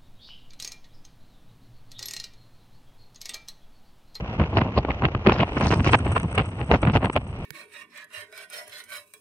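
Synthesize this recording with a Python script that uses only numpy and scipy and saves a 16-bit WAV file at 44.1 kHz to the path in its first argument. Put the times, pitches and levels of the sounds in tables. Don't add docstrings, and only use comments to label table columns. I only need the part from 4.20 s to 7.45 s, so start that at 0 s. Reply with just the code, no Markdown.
import sys
import numpy as np
from scipy import signal
from scipy.fft import rfft, irfft, next_fast_len
from scipy.io import wavfile
from scipy.ndimage import uniform_filter1d, minimum_filter1d

SR = 44100
rng = np.random.default_rng(int(sys.argv[2]) if len(sys.argv) > 2 else 0)


def persist_wave(psi):
    counts = np.round(np.clip(psi, -1, 1) * 32767).astype(np.int16)
    wavfile.write(sys.argv[1], SR, np.atleast_2d(counts).T)


N = 143325
PORTS_SPLIT_HZ = 1086
SWELL_SHAPE = 1.85
CRACKS_PER_S = 390


def undb(db):
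    return 10 ** (np.asarray(db) / 20)


def curve(table, column):
    table = np.array(table)
    return np.interp(np.arange(N) / SR, table[:, 0], table[:, column])


def colour(x, points):
    hz, db = np.array(points).T
    size = next_fast_len(N + 8192)
    f = np.maximum(np.abs(np.fft.fftfreq(size, 1 / SR)), 1)
    outline_db = np.interp(np.log(f), np.log(hz), db)
    outline_db -= 24 * np.maximum(np.log2(f / hz[-1]), 0)
    outline_db -= 12 * np.maximum(np.log2(hz[0] / f), 0)
    cepstrum = np.fft.ifft(np.log(undb(outline_db))).real
    cepstrum[1:size // 2] *= 2
    cepstrum[size // 2 + 1:] = 0
    response = np.exp(rfft(cepstrum, size))
    y = irfft(rfft(x, size) * response, size)[..., :N]
    return y / np.sqrt(np.mean(y ** 2))


def band(x, hz, width_hz):
    f = np.fft.rfftfreq(N, 1 / SR)
    y = irfft(rfft(x) / (1 + np.abs((f - hz) / width_hz) ** 4), N)
    return y / y.std()


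def walk(rate_hz):
    f = np.fft.rfftfreq(N, 1 / SR)
    y = irfft(rfft(rng.standard_normal(N)) * np.exp(-(f / rate_hz) ** 2), N)
    return y / y.std()


def even(x, span_s):
    k = max(int(span_s * SR), 2)
    power = uniform_filter1d(uniform_filter1d(np.mean(x ** 2, axis=0), k), k)
    return x / np.sqrt(power + 1e-9)


def noise():
    return rng.standard_normal((2, N))


def ports(pair, likeness, turn=0.):
    f = np.fft.rfftfreq(N, 1 / SR)
    apart = 1 - 1 / (1 + (f / PORTS_SPLIT_HZ) ** 10)
    alike = 1 - apart * (1 - np.clip(likeness, 0, 1))
    mid, side = rfft(pair) * np.sqrt([1 + alike, 1 - alike])
    lead = np.exp(.5j * turn * apart ** 10)
    return irfft(np.array([(mid + side) * lead, (mid - side) / lead]), N)


def turbulence(flutter, rough_db, crack_db):
    cracks = (rng.random(N) < CRACKS_PER_S / SR) * noise()
    cracks = cracks * np.sqrt(SR / CRACKS_PER_S)
    return (noise() + undb(crack_db) * cracks) * undb(rough_db * flutter)


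def swells(times, rises, falls, db):
    from_peak = np.arange(N) / SR - times[:, None]
    width = np.maximum(np.where(from_peak < 0, rises[:, None], falls[:, None]), 1e-3)
    shape = np.exp(-2 * np.minimum(np.abs(from_peak) / width, 10) ** SWELL_SHAPE)
    return np.sqrt(undb(2 * db) @ shape)


# (time [s], rumble level [dB], rush level [dB], sizzle level [dB])
STEADY_AIR = [(0, -31.5, -36, -85), (1.0, -35, -38, -96), (1.45, -33.5, -33.5, -58.5),
              (1.75, -26.5, -35.5, -60.5), (2.3, -32.5, -40, -64), (3.05, -35.5, -44, -67.5),
              (3.25, -30, -38.5, -71)]
# (frequency [Hz], relative level [dB])
RUMBLE_COLOUR = [(20, -37.5), (32, -9.5), (48, -7), (65, -2.5), (110, -5.5), (170, -10), (260, -17.5),
                 (450, -31.5), (900, -71.5)]
# (frequency [Hz], relative level [dB])
RUSH_COLOUR = [(120, -13.5), (280, 1), (450, 0), (900, -4.5), (1250, -8), (1700, -12.5), (2800, -10),
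               (3600, -23.5), (4700, -30), (6000, -31), (7500, -49), (10000, -65.5)]


def wind_and_sea():
    rumble = even(colour(ports(noise(), likeness=0.98), RUMBLE_COLOUR), span_s=0.14)
    rumble_db = curve(STEADY_AIR, column=1) + 2.2 * walk(26)
    air = ports(turbulence(walk(150), rough_db=2.5, crack_db=-8), likeness=0.62, turn=3.08)
    rush = colour(air, RUSH_COLOUR)
    rush_db = curve(STEADY_AIR, column=2) + 1.7 * walk(46)
    return rumble * undb(rumble_db) + rush * undb(rush_db)


# (time [s], rise and fall [s], centre [Hz], level before flutter [dB])
HISS_STREAKS = [(0.384, 0.025, 4240, -50.5), (0.582, 0.016, 3870, -43), (1.072, 0.0033, 3970, -32),
                (1.14, 0.064, 4550, -49), (1.484, 0.072, 4920, -41.5), (1.669, 0.03, 5000, -41.5),
                (1.737, 0.015, 5000, -42), (2.54, 0.034, 5000, -49.5), (2.75, 0.019, 4800, -46)]
HISS_WIDTH = 0.3


def port_hiss():
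    air = ports(noise(), likeness=0.65, turn=2.17)
    hiss = 0
    for time, length, hz, db in HISS_STREAKS:
        time, length, db = np.array([[time], [length], [db]])
        hiss = hiss + band(air, hz, HISS_WIDTH * hz) * swells(time, length, length, db)
    return hiss * undb(5.44 * walk(190))


# (time [s], length scale [s], sizzle level before flutter [dB])
AIR_SPITS = [(1.409, 0.0014, -37.5), (1.724, 0.02, -45), (1.789, 0.0053, -41), (1.923, 0.0087, -39),
             (1.965, 0.035, -49), (2, 0.0023, -37), (2.032, 0.002, -40.5), (2.128, 0.0025, -43),
             (2.153, 0.0069, -37), (2.182, 0.0014, -37.5), (2.258, 0.0067, -48), (2.62, 0.0081, -44.5),
             (2.852, 0.018, -47.5), (2.933, 0.013, -44), (2.963, 0.002, -39.5)]
# (frequency [Hz], relative level [dB])
SIZZLE_COLOUR = [(4000, -31), (6000, -4), (7700, -25.5), (8000, 10), (8500, 3), (9300, -1.5), (10200, -9.5),
                 (11000, -27.5)]
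# (frequency [Hz], relative level [dB])
RASP_COLOUR = [(700, -13), (1300, 6.5), (1600, 2.5), (2200, 1.5), (2800, 2), (3400, -9.5), (4300, -18),
               (6000, -36.5), (7500, -41), (10000, -54.5)]
SCRAPE_DB = 6


def port_spits():
    times, length, db = np.array(AIR_SPITS).T
    spit_level = swells(times, 0.57 * length, 0.67 * length, db)
    steady_level = undb(curve(STEADY_AIR, column=3) + 4.7 * walk(80))
    sizzle = colour(ports(noise(), likeness=0.6), SIZZLE_COLOUR)
    sizzle = sizzle * np.hypot(spit_level, steady_level) * undb(2 * walk(300))
    scrape = colour(ports(noise(), likeness=0.91, turn=np.pi), RASP_COLOUR)
    scrape = scrape * swells(times, 0.53 * length, 1.4 * length, db + SCRAPE_DB) * undb(1.3 * walk(300))
    return scrape + sizzle * undb([[-1.1], [1.1]])


# (time [s], average pitch [Hz], level [dB], fall [cycles])
HARD_KNOCKS = [(.585, 720, -18, 4), (.708, 2050, -20, 5), (1.072, 390, -9, 2.5), (1.075, 215, -6.5, 2.2),
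               (1.092, 620, -12, 2.5), (1.122, 2750, -17, 4), (1.745, 1020, -7.5, 3.5),
               (1.747, 2700, -9, 3.5), (1.965, 1120, -12, 4), (2.756, 300, -14, 3)]
KNOCK_RISE_CYCLES, KNOCK_WOBBLE = .8, .11


def knocks():
    t, out = np.arange(N) / SR, 0
    for time, hz, db, fall_cycles in HARD_KNOCKS:
        wobbling_hz = hz * (1 + KNOCK_WOBBLE * walk(0.2183 * hz))
        phase = 2 * np.pi * np.cumsum(wobbling_hz) / SR + rng.uniform(0, 2 * np.pi)
        port_shift = np.array([[0], [np.pi / 2]]) * (hz > PORTS_SPLIT_HZ)
        shake = np.sqrt(2) * np.sin(phase + port_shift)
        age = (t - time) * hz
        envelope = np.exp(-np.where(age < 0, -age / KNOCK_RISE_CYCLES, age / fall_cycles))
        out = out + undb(db) * envelope * shake
    return out


# (time [s], blast level [dB], rasp level [dB])
PRESSURE_SNAPS = [(0.198, -23, -32), (0.3714, -17, -14.5), (0.65, -16.5, -27), (0.7052, -21, -24),
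                  (0.716, -41, -28), (0.822, -19, -25.5), (0.853, -27, -13), (0.886, -22.5, -36),
                  (0.9497, -20.5, -20.5), (1.0706, -15, -11), (1.0962, -24, -15.5), (1.1208, -14.5, -17.5),
                  (1.233, -10, -22), (1.411, -20, -22.5), (1.5376, -17.5, -19.5), (1.6457, -33, -23),
                  (1.6641, -22, -19), (1.677, -18, -24), (1.6968, -28, -22.5), (1.7341, -18, -11.5),
                  (1.74, -11, -27), (1.749, -22, -33), (1.9786, -37, -21), (2.179, -18, -16.5),
                  (2.2, -40, -26), (2.5145, -11, -13.5), (2.54, -13, -19.5), (2.752, -24, -28),
                  (2.761, -14.5, -17.5), (2.8459, -38, -22), (2.8572, -24, -21.5), (2.899, -15.5, -26),
                  (2.9639, -12.5, -17.5), (2.9736, -30, -24)]
# (frequency [Hz], relative level [dB])
BLAST_COLOUR = [(100, -35), (230, 1), (340, 1), (480, -1.5), (800, -1), (1080, -4), (1400, -23.5),
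                (2200, -59), (5000, -82.5)]
SNAP_RISE_S, SNAP_FALL_S = 0.001, 0.0027


def snaps():
    times, blast_db, rasp_db = np.array(PRESSURE_SNAPS).T
    rise, fall = np.full(len(times), SNAP_RISE_S), np.full(len(times), SNAP_FALL_S)
    blast = even(colour(ports(noise(), likeness=0.94), BLAST_COLOUR), span_s=0.0023)
    rasp = even(colour(ports(noise(), likeness=0.27, turn=2.72), RASP_COLOUR), span_s=.002)
    return blast * swells(times, rise, fall, blast_db) + rasp * swells(times, rise, fall, rasp_db)


# (time [s], rise [s], fall [s], thump level [dB], blast level [dB], rasp level [dB])
EDDIES = [(0.203, 0.0068, 0.019, -15.5, -20.5, -27.5), (0.237, 0.0045, 0.0062, -25.5, -25.5, -29.5),
          (0.339, 0.019, 0.03, -24.5, -31, -43), (0.372, 0.0053, 0.02, -19, -17, -23.5),
          (0.414, 0.0064, 0.0097, -20, -18.5, -25.5), (0.457, 0.011, 0.047, -27.5, -30, -45),
          (0.583, 0.015, 0.01, -17.5, -16.5, -28.5), (0.696, 0.018, 0.014, -24, -24, -40.5),
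          (0.849, 0.017, 0.013, -17.5, -18.5, -26.5), (0.954, 0.0021, 0.0065, -21.5, -43, -45),
          (1.072, 0.012, 0.0097, -21, -16, -21.5), (1.093, 0.011, 0.013, -20, -17, -20.5),
          (1.118, 0.006, 0.02, -22.5, -22, -29), (1.163, 0.016, 0.0092, -28.5, -25, -30),
          (1.203, 0.017, 0.029, -19, -23, -24.5), (1.228, 0.003, 0.008, -21.5, -17, -23),
          (1.373, 0.0044, 0.0071, -25, -20, -21.5), (1.414, 0.012, 0.015, -26, -22, -28.5),
          (1.447, 0.021, 0.035, -19, -23.5, -28.5), (1.519, 0.016, 0.024, -20, -19.5, -24.5),
          (1.565, 0.0071, 0.018, -20.5, -29, -49), (1.602, 0.014, 0.012, -16.5, -27, -32.5),
          (1.677, 0.023, 0.018, -17.5, -19.5, -24), (1.747, 0.015, 0.0071, -14.5, -13, -12.5),
          (1.864, 0.0094, 0.028, -24.5, -26.5, -34), (1.915, 0.0098, 0.014, -19.5, -29, -38.5),
          (1.966, 0.011, 0.01, -37, -20, -26), (2.047, 0.015, 0.006, -19.5, -30.5, -48),
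          (2.185, 0.0098, 0.028, -20, -21.5, -23.5), (2.416, 0.029, 0.017, -27, -30.5, -37),
          (2.52, 0.016, 0.0056, -19, -16.5, -23), (2.538, 0.0097, 0.02, -17.5, -15.5, -22.5),
          (2.632, 0.0046, 0.025, -19.5, -21.5, -28), (2.679, 0.017, 0.026, -16, -24.5, -26.5),
          (2.755, 0.014, 0.021, -15.5, -18, -22.5), (2.848, 0.028, 0.023, -20.5, -22, -31),
          (2.968, 0.0097, 0.01, -22, -18.5, -26)]
# (frequency [Hz], relative level [dB])
THUMP_COLOUR = [(20, -32.5), (35, -23), (60, -0.5), (110, 1), (170, -4), (240, -10), (340, -16.5),
                (700, -64)]
THUMP_DELAY_S = 0.0065
THUMP_RISE_S, THUMP_FALL_S = 0.011, 0.0055
RASP_TILT_HZ, RASP_TILT_DB = 2170, 2


def buffets():
    times, rise, fall, thump_db, blast_db, rasp_db = np.array(EDDIES).T
    flutter = walk(260)

    blast = ports(turbulence(flutter, rough_db=4.0, crack_db=3.5), likeness=0.95)
    blast = even(colour(blast, BLAST_COLOUR), span_s=0.02)

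    rasp_flutter = 0.6 * flutter + .5 * walk(92)
    rasp = ports(turbulence(rasp_flutter, rough_db=6.5, crack_db=2), likeness=0.11, turn=1.82)
    rasp = colour(rasp, RASP_COLOUR)
    lower = signal.sosfiltfilt(signal.butter(4, RASP_TILT_HZ, fs=SR, output="sos"), rasp)
    upper = rasp - lower
    lean = undb(RASP_TILT_DB * walk(39))
    rasp = even(lower * lean + upper / lean, span_s=0.022)

    thump = even(colour(ports(noise(), likeness=0.87), THUMP_COLOUR), span_s=0.034)
    thump_level = swells(times + THUMP_DELAY_S, rise + THUMP_RISE_S, fall + THUMP_FALL_S, thump_db)
    return (blast * swells(times, rise, fall, blast_db)
            + rasp * swells(times, rise, fall, rasp_db)
            + thump * thump_level)


def scene():
    return wind_and_sea() + port_hiss() + port_spits() + knocks() + snaps() + buffets()


CEILING, TOP_HZ = .9, 10800


def record(dry):
    size = 133
    gain = CEILING / np.maximum(np.abs(dry).max(axis=0), CEILING)
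    gain = minimum_filter1d(gain, 2 * size)
    gain = uniform_filter1d(uniform_filter1d(gain, size), size)
    top_cut = signal.ellip(8, .2, 70, TOP_HZ, fs=SR, output="sos")
    return signal.sosfilt(top_cut, dry * gain)


dry = scene()
out = record(dry)
persist_wave(out)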